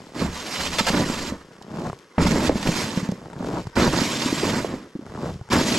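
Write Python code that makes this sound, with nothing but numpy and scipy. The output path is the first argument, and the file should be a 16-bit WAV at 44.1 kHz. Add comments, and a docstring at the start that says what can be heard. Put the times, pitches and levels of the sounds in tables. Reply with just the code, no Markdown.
"""A faint boot step, then the scrape of a plastic sled, dragged close by over hard, cold snow.
In four long pulls, ice grains hiss and grate under the hull, which rumbles and knocks over frozen ruts.
Between the pulls a boot packs the snow: single cracks crowd into a dull, creaking crunch.
The sled is a little to the right of the boots, and a faint outdoor hush lies behind both."""
import sys
import numpy as np
from scipy import signal
from scipy.fft import rfft, irfft, next_fast_len
from scipy.io import wavfile
from scipy.ndimage import uniform_filter1d

SR = 44100
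rng = np.random.default_rng(int(sys.argv[2]) if len(sys.argv) > 2 else 0)


def wav_out(sig):
    """Save sig, one row per channel (or a flat mono array), as 16-bit PCM at SR to the path in sys.argv[1]."""
    wavfile.write(sys.argv[1], SR, np.round(np.clip(np.atleast_2d(sig).T, -1, 1) * 32767).astype(np.int16))


N = 255294


def from_db(db):
    """Turn decibels into a gain, the number a sound is multiplied by."""
    return 10 ** (np.asarray(db) / 20)


def rms_one(x):
    """Scale a sound so that its average (RMS) level is 1."""
    return x / np.sqrt(np.mean(x ** 2) + 1e-20)


def at_hz(points, hz):
    """Read a curve of (frequency, value) points at any frequency."""
    known_hz, values = np.transpose(points)
    return np.interp(np.log(hz + 1e-3), np.log(known_hz), values)


def bursts(rows, rise_s, fall_s):
    """A gain that rises, holds and fades for each row of (time [s], length [s], level [dB])."""
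    t, out = np.arange(N) / SR, np.zeros(N)
    for start, length, db in rows:
        rise = np.clip((t - start) / rise_s, 0, 1)
        fall = np.exp(-np.maximum(t - start - length, 0) / fall_s)
        out += from_db(db) * rise * fall
    return out


def drift(rate_hz):
    """A smooth random wobble with a typical size of 1; a higher rate wobbles faster."""
    r = np.exp(-40 * np.pi * rate_hz / SR)
    noise = rng.standard_normal(N // 20 + 2002)   # one value per 20 samples
    slow = signal.lfilter([1], [1, -2 * r, r * r], noise)[2000:]
    return np.interp(np.arange(N) / 20, np.arange(len(slow)), rms_one(slow))


def keep_band(x, hz, kind, order=3):
    """Keep the "low" or the "high" side of a frequency."""
    return signal.sosfilt(signal.butter(order, hz, kind, fs=SR, output="sos"), x)


def click(spectrum, size=4096):
    """A click with the given tone and its energy packed at the start (minimum phase); peak 1."""
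    gains = from_db(at_hz(spectrum, np.fft.rfftfreq(size, 1 / SR)))
    cepstrum = irfft(np.log(gains))
    cepstrum[1:size // 2] *= 2
    cepstrum[size // 2 + 1:] = 0
    pulse = irfft(np.exp(rfft(cepstrum)))
    return pulse / np.abs(pulse).max()


def colour(x, spectrum):
    """Give a sound the tone of a spectrum."""
    return signal.oaconvolve(x, click(spectrum))[:N]


def steady(x, window_s):
    """Even out the level to 1, keeping any roughness quicker than the window."""
    power = np.abs(uniform_filter1d(x ** 2, int(window_s * SR)))
    return x / np.sqrt(power + 1e-4 * np.mean(x ** 2))


def grains(per_s, spread_db):
    """Tiny breaks at random times; a few are much louder (or softer, if the spread is negative)."""
    sizes = from_db(spread_db * np.minimum(rng.exponential(1, N), 4))
    signs = rng.choice([-1, 1], N)
    happens = rng.random(N) < per_s / SR
    return rms_one(sizes * signs * happens)


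def resonate(x, hz, width_hz):
    """Make a sound ring at one pitch; a narrower width rings longer."""
    r = np.exp(-np.pi * width_hz / SR)
    feedback = [1, -2 * r * np.cos(2 * np.pi * hz / SR), r * r]
    return signal.lfilter(np.array([1, 0, -1]) * (1 - r * r) / 2, feedback, x)


def thud(hz, cycles, rise_s, size=4096):
    """A soft hit rings one note, which fades by 60 dB over the given cycles; peak 1."""
    t = np.arange(size) / SR
    wave = np.sin(2 * np.pi * hz * t) * from_db(-60 * t * hz / cycles) * (1 - np.exp(-t / rise_s))
    return wave / np.abs(wave).max()


def snap(pulse, crumble_s, crumbs):
    """One break followed by a brief spray of crumbs; peak 1."""
    t = np.arange(len(pulse)) / SR
    spray = crumbs * rng.standard_normal(len(pulse)) * np.exp(-t / crumble_s)
    spray[0] = 1   # the break itself
    wave = signal.fftconvolve(spray, pulse)[:len(pulse)]
    return wave / np.abs(wave).max()


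def add(out, start_s, wave):
    """Mix a short sound in at the given time."""
    at = max(int(start_s * SR), 0)
    out[at:at + len(wave)] += wave[:N - at]


# Tone of the outdoor air: (frequency [Hz], level [dB])
AIR_TONE = [(18, -61), (30, -21), (171, 0.5), (472, 8.5), (716, -7), (1030, 2), (1970, -4.5), (2370, -10),
            (3150, -8), (3980, -12), (5300, -9.5), (10200, -23.5), (12200, -28), (15000, -42)]
def outdoor_hush():
    """A faint, gently wavering hush."""
    hush = rms_one(colour(grains(per_s=3500, spread_db=3.0), AIR_TONE))
    return from_db(-51.5) * hush * from_db(drift(rate_hz=8.0))


# Boot steps: (touch [s], full weight [s], lift [s], creak level [dB],
# first touch against the creak [dB], dull sinking against the creak [dB])
BOOT_STEPS = [(0.0, 0.136, 0.15, -47, 4, -20), (1.44, 1.778, 1.885, -29.5, -21.5, -21),
              (3.165, 3.459, 3.6, -27.5, -15, -10), (5.011, 5.231, 5.3, -28.5, -17, -4.5)]
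def boot_weight(lag_s=0, layer_db=0, fall_s=0.016):
    """Gain of the steps: a boot rests lightly, takes the weight, holds it and lifts quickly."""
    t, out = np.arange(N) / SR - lag_s, np.zeros(N)
    swell_db_per_s = 116
    offsets_db = np.broadcast_to(layer_db, len(BOOT_STEPS))
    for (touch, full, lift, db, touch_db, _), offset_db in zip(BOOT_STEPS, offsets_db):
        swell = from_db(np.clip(swell_db_per_s * (t - full), touch_db, 0))
        since_lift = np.maximum(t - lift, 0)
        settling = from_db(-10) * np.exp(-since_lift / 0.061)   # the snow goes on settling
        release = np.maximum(np.exp(-since_lift / fall_s), settling)
        out += from_db(db + offset_db) * (t >= touch) * swell * release
    return out


# Tone of snow being packed: (frequency [Hz], level [dB])
PACKING_TONE = [(24, -108), (40, -11), (85, -10.5), (158, 3), (182, 4), (308, 0), (411, -0.5), (467, -3),
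                (590, -4), (746, -7.5), (961, -9), (1740, -22), (3000, -40), (4500, -37), (8000, -64)]
# Tone of fine ice grains, under boot or sled: (frequency [Hz], level [dB])
HISS_TONE = [(1180, -13.5), (2000, -2), (2140, -2), (2600, -2.5), (3580, -4.5), (4890, -4), (6140, -7.5),
             (7450, -7), (8240, -14), (9360, -17), (10800, -21.5), (12300, -20.5), (13800, -33),
             (14600, -44)]
# Loose powder, one value per step: (level against the creak [dB])
STEP_POWDER_DB = [-9, -19, -18.5, -19]
def boot_crunches():
    """Snow gives way in small slips, few under a light foot and crowded under full weight."""
    tread = boot_weight()
    weight = np.clip(tread / from_db(-31), 0.18, 1)
    slips = grains(per_s=380 * weight, spread_db=1.5)
    slips += from_db(-0.5) * weight * grains(per_s=4000, spread_db=2.5)
    packing = colour(slips, PACKING_TONE)
    creak = steady(keep_band(packing, 418, "low"), window_s=0.038) * tread
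    crunch = steady(keep_band(packing, 352, "high"), window_s=0.021) * boot_weight(layer_db=-4.5)
    # The snow sinks and spills a moment after the weight arrives.
    sinking = steady(keep_band(packing, 120, "low"), window_s=0.04)
    sinking *= boot_weight(lag_s=0.073, layer_db=[step[-1] for step in BOOT_STEPS])
    spill = slips + from_db(19) * grains(per_s=9100, spread_db=6.0)
    powder = steady(colour(spill, HISS_TONE), window_s=0.094)
    powder *= boot_weight(lag_s=0.0041, layer_db=STEP_POWDER_DB, fall_s=0.05)
    catch = from_db(drift(rate_hz=54))   # the sole catches and slips
    return catch * (creak + crunch) + sinking + powder


# The crust cracks under a boot: (time [s], peak level [dB], thud against the crack [dB])
CRUST_CRACKS = [(1.616, -34, -18), (1.704, -34, -7), (1.871, -21, -6), (1.899, -22.5, -1), (1.93, -23, -7),
                (3.258, -29.5, -4), (3.301, -30.5, -19), (3.332, -27, -12), (3.364, -31.5, 5),
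                (3.446, -23, -20), (3.67, -26, 2), (5.065, -30, -5), (5.098, -35.5, 1), (5.121, -31, -3),
                (5.149, -27.5, -9), (5.175, -27, -5), (5.412, -31.5, 6.5), (5.489, -32, -6)]
# Tone of one crack: (frequency [Hz], level [dB])
CRACK_TONE = [(100, -47.5), (400, 11.5), (1000, 6), (1400, 5), (2200, -11.5), (5000, -24), (8000, -16),
              (14000, -55)]
def crust_cracks(extra_per_step=4):
    """The crust snaps, the broken plate rings with a short pop, and the sinking boot thuds."""
    out, pulse = np.zeros(N), click(CRACK_TONE)
    # Small extra cracks come at random as the weight builds.
    small = [(rng.uniform(touch, full), rng.normal(-35.5, 3), -8)
             for touch, full, *_ in BOOT_STEPS for _ in range(extra_per_step)]
    for start, db, thud_db in CRUST_CRACKS + small:
        sink_hz = 130 * from_db(rng.normal(0, 1.6))
        pop_hz = 940 * from_db(rng.normal(0, 1.4))
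        sink = from_db(thud_db) * thud(sink_hz, cycles=2.9, rise_s=0.008)
        pop = from_db(-10) * thud(pop_hz, cycles=11, rise_s=0.0014)
        crack = snap(pulse, crumble_s=0.0022, crumbs=0.1)
        add(out, start, from_db(db) * (crack + pop + sink))
    return out


# The sole twists on cold snow: (time [s], length [s], level [dB])
SOLE_TWISTS = [(1.848, 0.023, -32.5), (1.896, 0.0071, -32), (3.552, 0.033, -30.5), (5.266, 0.014, -45)]
def boot_squeaks():
    """Quick sticking and slipping rings the sole at a middle pitch."""
    slips = grains(per_s=500, spread_db=2.5)
    rub = resonate(resonate(slips, hz=760, width_hz=420), hz=700, width_hz=570)
    return steady(rub, window_s=0.0042) * bursts(SOLE_TWISTS, rise_s=0.0012, fall_s=0.003)


# The sled's speed written as loudness, one list per pull: (time [s], level [dB])
PULL_SPEEDS = [
    [(0.147, -44), (0.2, -36), (0.29, -44.0), (0.38, -37.5), (0.5, -35), (0.58, -31), (0.95, -31.5),
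     (1.1, -34), (1.29, -35.5), (1.36, -54.5), (1.42, -59)],
    [(2.183, -48), (2.22, -30.0), (2.38, -34.0), (2.48, -29), (2.51, -42), (2.78, -29), (2.99, -39.5),
     (3.16, -55.5)],
    [(3.757, -35.5), (3.8, -27), (3.89, -32), (3.98, -30), (4.32, -29.5), (4.56, -34), (4.72, -45.5),
     (4.86, -62)],
    [(5.503, -38.5), (5.53, -24), (5.63, -32.5), (5.68, -26.5), (5.78, -26)],
]
def pull_gain(walking_db, follows):
    """Gain that is walking_db at walking pace and follows a share of the speed's swings in dB."""
    t, out = np.arange(N) / SR, np.zeros(N)
    walking_pace_db, start_s, stop_s = -32, 0.003, 0.026
    for pull, db in zip(PULL_SPEEDS, np.broadcast_to(walking_db, len(PULL_SPEEDS))):
        times, speed_db = np.transpose(pull)
        rise = np.clip(1 + (t - times[0]) / start_s, 0, 1)
        fall = np.exp(-np.maximum(t - times[-1], 0) / stop_s)
        swing_db = np.interp(t, times, speed_db) - walking_pace_db
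        out += rise * fall * from_db(db + follows * swing_db)
    return out


# Thin ice splinters with a bright tick: (time [s], length [s], level [dB])
ICE_SPLINTERS = [(1.623, 0.004, -45), (1.988, 0.0027, -48), (3.087, 0.0032, -44.5), (3.114, 0.0055, -40.5),
                 (3.668, 0.0076, -47.5)]
def ice_ticks():
    """Lone crystals snap all the time as the crust settles, and louder under the sliding hull."""
    settling = from_db(-65.5) * rms_one(colour(grains(per_s=64, spread_db=11.0), CRACK_TONE))
    crystals = colour(grains(per_s=220, spread_db=-6.0), HISS_TONE)
    crackle = rms_one(keep_band(crystals, 1100, "high", order=2))
    crackle *= pull_gain(walking_db=-46, follows=0.75)
    shards = keep_band(colour(grains(per_s=8400, spread_db=1.0), HISS_TONE), 3200, "high", order=1)
    splinters = steady(shards, window_s=0.005) * bursts(ICE_SPLINTERS, rise_s=0.00043, fall_s=0.002)
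    return settling + crackle + splinters


# The hull slaps down: (time [s], length [s], level [dB])
HULL_SLAPS = [(0.941, 0.0073, -25.5), (2.181, 0.0012, -20), (2.494, 0.0052, -50), (3.767, 0.036, -28),
              (5.514, 0.049, -25)]
def hull_slaps():
    """The flat of the hull hits the crust with a dry, mid-range crack."""
    crack = keep_band(grains(per_s=18000, spread_db=-3.0), 1950, "low")
    crack = keep_band(crack, 290, "high", order=2)
    return steady(crack, window_s=0.0038) * bursts(HULL_SLAPS, rise_s=0.00033, fall_s=0.0069)


# The hull crosses bare ice: (time [s], length [s], level [dB])
BARE_ICE = [(0.554, 0.0087, -34), (0.604, 0.009, -28), (0.784, 0.018, -18), (0.866, 0.03, -20),
            (2.265, 0.012, -26), (2.627, 0.004, -27.5), (2.671, 0.0046, -24), (2.787, 0.0048, -33)]
# Notes the plastic rings at: (frequency [Hz], width before damping [Hz], relative level [dB])
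PLASTIC_NOTES = [(520, 45, 9), (750, 12, 11), (910, 14, 13.5), (1310, 64, 9.5), (1610, 7, 6.5),
                 (1740, 25, 9.5), (2110, 20, -6), (2420, 23, 9), (2860, 75, -1), (3550, 14, 10),
                 (4190, 190, -4), (5200, 43, -6)]
def hull_rasps():
    """Hard ice makes the plastic chatter at its higher notes, and the contact cuts their ring short."""
    chatter, damping_hz = grains(per_s=5300, spread_db=2.5), 25
    rings = sum((-1) ** k * from_db(db) * resonate(chatter, hz, width + damping_hz)
                for k, (hz, width, db) in enumerate(PLASTIC_NOTES))
    scratch = from_db(-2.5) * rms_one(colour(chatter, HISS_TONE))
    rasp = steady(rms_one(rings) + scratch, window_s=0.0025)
    return rasp * bursts(BARE_ICE, rise_s=0.001, fall_s=0.005)


# A tug or a ridge presses the hull into the snow: (time [s], length [s], rumble [dB], boom [dB])
HULL_JOLTS = [(0.151, 0.074, -31, -54), (0.209, 0.076, -34, -30), (0.587, 0.42, -43.5, -37.5),
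              (0.929, .09, -24, -39), (1.019, 0.32, -35, -41), (2.179, 0.087, -20.5, -21),
              (2.309, 0.14, -24.5, -37), (2.476, 0.045, -29, -30.5), (2.654, 0.022, -24, -29),
              (3.763, 0.11, -18.5, -28), (3.931, 0.073, -24, -49), (4.433, 0.16, -25.5, -42),
              (4.675, 0.069, -33.5, -45), (5.518, 0.084, -20, -36)]
# Tone of the bending hull: (frequency [Hz], level [dB])
BOOM_TONE = [(15, 4), (35, -3.5), (52, -14.5), (70, 13), (87, -3.5), (110, -10), (180, 4.5), (400, -86)]
def hull_booms():
    """The whole shell bends slowly under the load and gives a deep boom."""
    flex = steady(colour(grains(per_s=710, spread_db=0.5), BOOM_TONE), window_s=0.044)
    jolts = [(start, length, db) for start, length, _, db in HULL_JOLTS]
    pressed = bursts(jolts, rise_s=0.00078, fall_s=0.051)
    return flex * (pressed + pull_gain(walking_db=-62, follows=0.4))


def jolt_gain():
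    """Gain of the extra rumble while a jolt loads the hull."""
    return bursts([jolt[:3] for jolt in HULL_JOLTS], rise_s=0.0017, fall_s=0.022)


# Hull rumble at walking pace, one value per pull: (level [dB])
PULL_RUMBLE_DB = [-40, -30.5, -31, -27]
def rumble_gain():
    """Gain of the hull's rumble: speed and jolts together."""
    return np.hypot(pull_gain(PULL_RUMBLE_DB, follows=0.4), jolt_gain())


# The hull hits a deep rut: (time [s], thud peak [dB], pitch [Hz], clack against the thud [dB])
DEEP_RUTS = [(0.218, -14, 235, -14), (0.247, -18, 213, -20), (0.805, -14, 207, -5), (0.9, -15.5, 188, -0.5),
             (0.942, -15.5, 292, 2), (1.003, -14, 205, -6), (1.097, -13.5, 230, -7), (1.32, -21.5, 225, -6),
             (2.181, -16, 197, 3), (2.317, -14.5, 240, -14), (2.357, -13.5, 248, -4), (2.493, -9, 302, 3.5),
             (2.554, -12.5, 211, -9), (2.687, -10.5, 174, -6.5), (2.972, -12, 187, -11),
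             (3.027, -19, 179, -26), (3.088, -13.5, 190, -8.5), (3.119, -19, 183, -4),
             (3.403, -19, 226, -9), (3.797, -14, 267, 0), (3.876, -16.5, 155, 2.5), (4.015, -9.5, 246, -20),
             (4.258, -12, 250, -23), (4.325, -10.5, 296, -10.5), (4.43, -11, 373, -8),
             (4.645, -12.5, 474, -1), (4.737, -21.5, 254, -2), (4.951, -21, 250, -17),
             (4.957, -20, 258, -17), (4.99, -24, 288, -19), (5.022, -32, 240, -12)]
# Tone of the hollow clack: (frequency [Hz], level [dB])
CLACK_TONE = [(100, -33), (350, -11.5), (530, 4.5), (800, -7), (980, -12), (1400, -22.5), (3000, -30),
              (7000, -51), (14000, -70)]
def hull_knocks():
    """Snow muffles the hull, so each rut gives just a hollow clack and a short thud."""
    out, pulse, rumble = np.zeros(N), click(CLACK_TONE), rumble_gain()
    hits = [(start, from_db(db), hz, clack_db) for start, db, hz, clack_db in DEEP_RUTS]
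    # Shallow ruts add random bumps, whose strength follows the rumble.
    bumps_per_s, bump_hz, spread_octaves, bump_clack_db = 7.7, 215, 0.33, -6
    for at in np.flatnonzero(rng.random(N) < bumps_per_s / SR):
        peak = rumble[at] * from_db(rng.normal(2, 2))
        hz = bump_hz * 2 ** rng.normal(0, spread_octaves)
        hits.append((at / SR, peak, hz, bump_clack_db))
    knock_delay_s = 0.0015   # each clack and thud sounds this long after its listed time
    for start, peak, hz, clack_db in hits:
        clack = from_db(clack_db) * snap(pulse, crumble_s=0.015, crumbs=0.024)
        body = thud(hz, cycles=8, rise_s=0.0015)
        add(out, start + knock_delay_s, peak * (body + clack))
    return out


def shifting_contact(x, depth_db, rate_hz, bands):
    """The patch touching the snow keeps changing, so narrow ranges of pitch flare and fade separately."""
    size = next_fast_len(N)
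    spectrum, hz = rfft(x, size), np.fft.rfftfreq(size, 1 / SR)
    band = np.round(np.interp(np.log(hz + 1), np.log([600, 13000]), [0, bands - 1]))
    return sum(irfft(spectrum * (band == k), size)[:N] * from_db(depth_db * drift(rate_hz))
               for k in range(bands))


# Tone of the hull on lumps and coarse grains: (frequency [Hz], level [dB])
SLIDE_TONE = [(35, -12.5), (60, -2.5), (112, -2.5), (237, 5.5), (290, 3), (449, -7), (559, -7.5),
              (653, -10), (788, -15), (950, -9.5), (1400, -15.5), (1950, -17), (2500, -28), (3250, -71),
              (5500, -120)]
# Grating at walking pace, one value per pull: (level [dB])
PULL_GRATING_DB = [-35, -34, -34, -33]
def sled_sliding():
    """Lumps shake the hull, coarse grains grate and fine ones hiss; all follow the shaky contact."""
    judder = drift(rate_hz=52)
    lumps = colour(grains(per_s=800, spread_db=2.5) * from_db(0.64 * judder), SLIDE_TONE)
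    coarse = colour(grains(per_s=3500, spread_db=1.5) * from_db(0.21 * judder), SLIDE_TONE)
    coarse += from_db(-8) * resonate(coarse, hz=900, width_hz=15)   # the hull rings along
    fine = colour(grains(per_s=14000, spread_db=2.0) * from_db(0.61 * judder), HISS_TONE)
    rumble = keep_band(keep_band(lumps, 605, "low"), 90, "high", order=2)
    rumble = steady(rumble, window_s=0.031) * rumble_gain()
    grating = steady(keep_band(coarse, 532, "high"), window_s=0.077)
    grating *= np.hypot(pull_gain(PULL_GRATING_DB, follows=0.62), from_db(-7) * jolt_gain())
    hiss = steady(keep_band(fine, 1960, "high"), window_s=0.17)
    hiss *= pull_gain(walking_db=-33, follows=0.98)
    surge = from_db(1.4 * drift(rate_hz=25))   # the load on the hull wavers
    return rumble + surge * shifting_contact(grating + hiss, depth_db=2.0, rate_hz=32, bands=32)


# Sound scattered to the sides: (frequency [Hz], level against the middle [dB])
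SIDE_SCATTER = [(60, -31), (250, -23), (500, -25), (1000, -14), (2000, -5.5), (4000, -8), (5800, -6.5),
                (7000, -32), (10000, -7)]
# How far the left channel runs ahead of the right: (frequency [Hz], phase [rad])
LEFT_LEAD = [(300, -0.03), (1000, 0.66), (2200, -0.14), (3400, -1.08), (5000, -0.3), (6800, 0.16)]
def in_stereo(x, balance):
    """Left and right differ in level and timing; each grain also comes from a slightly different side."""
    size = next_fast_len(N + 4096)
    hz, sign = np.fft.rfftfreq(size, 1 / SR), np.array([[1], [-1]])
    scatter = from_db(at_hz(SIDE_SCATTER, hz)) * np.exp(1j * np.pi / 4)
    side = rfft(x * drift(rate_hz=147), size) * scatter
    level = from_db(sign * at_hz(balance, hz) / 2)
    phase = np.exp(1j * sign * at_hz(LEFT_LEAD, hz) / 2)
    return irfft((rfft(x, size) + sign * side) * level * phase, size)[:, :N]


# Balance of a sound on the right: (frequency [Hz], left minus right [dB])
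ON_THE_RIGHT = [(150, -0.5), (500, -4), (900, -5), (1600, -7), (2800, -6), (4200, -8.5), (5800, -6),
                (7200, -3), (12000, 0.5)]
# Balance of a sound straight ahead: (frequency [Hz], left minus right [dB])
AHEAD = [(150, 0.23), (1000, 0.57), (1600, 0.3), (2600, 2.2), (4200, 0.65), (6000, 0.2), (7200, 2.3),
         (12000, 1.1)]
# The sled swings toward the walker's line: (time [s], share on the right [0 to 1])
SLED_PATH = [(4.898, 0.55), (5.4, 0.28)]
def scene():
    """The sled slides to the right of the boots, over a faint outdoor hush."""
    sled = sled_sliding() + hull_rasps() + hull_slaps() + hull_booms() + hull_knocks() + ice_ticks()
    boots = boot_crunches() + crust_cracks() + boot_squeaks()
    air = outdoor_hush()
    right = np.interp(np.arange(N) / SR, *np.transpose(SLED_PATH))
    return in_stereo(sled * right, ON_THE_RIGHT) + in_stereo(sled * (1 - right) + boots + air, AHEAD)


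def record(dry):
    """Cut the highest treble steeply, above 15 kHz."""
    return signal.sosfilt(signal.ellip(10, 0.1, 80, 15000, fs=SR, output="sos"), dry)


dry = scene()
out = record(dry)
wav_out(out)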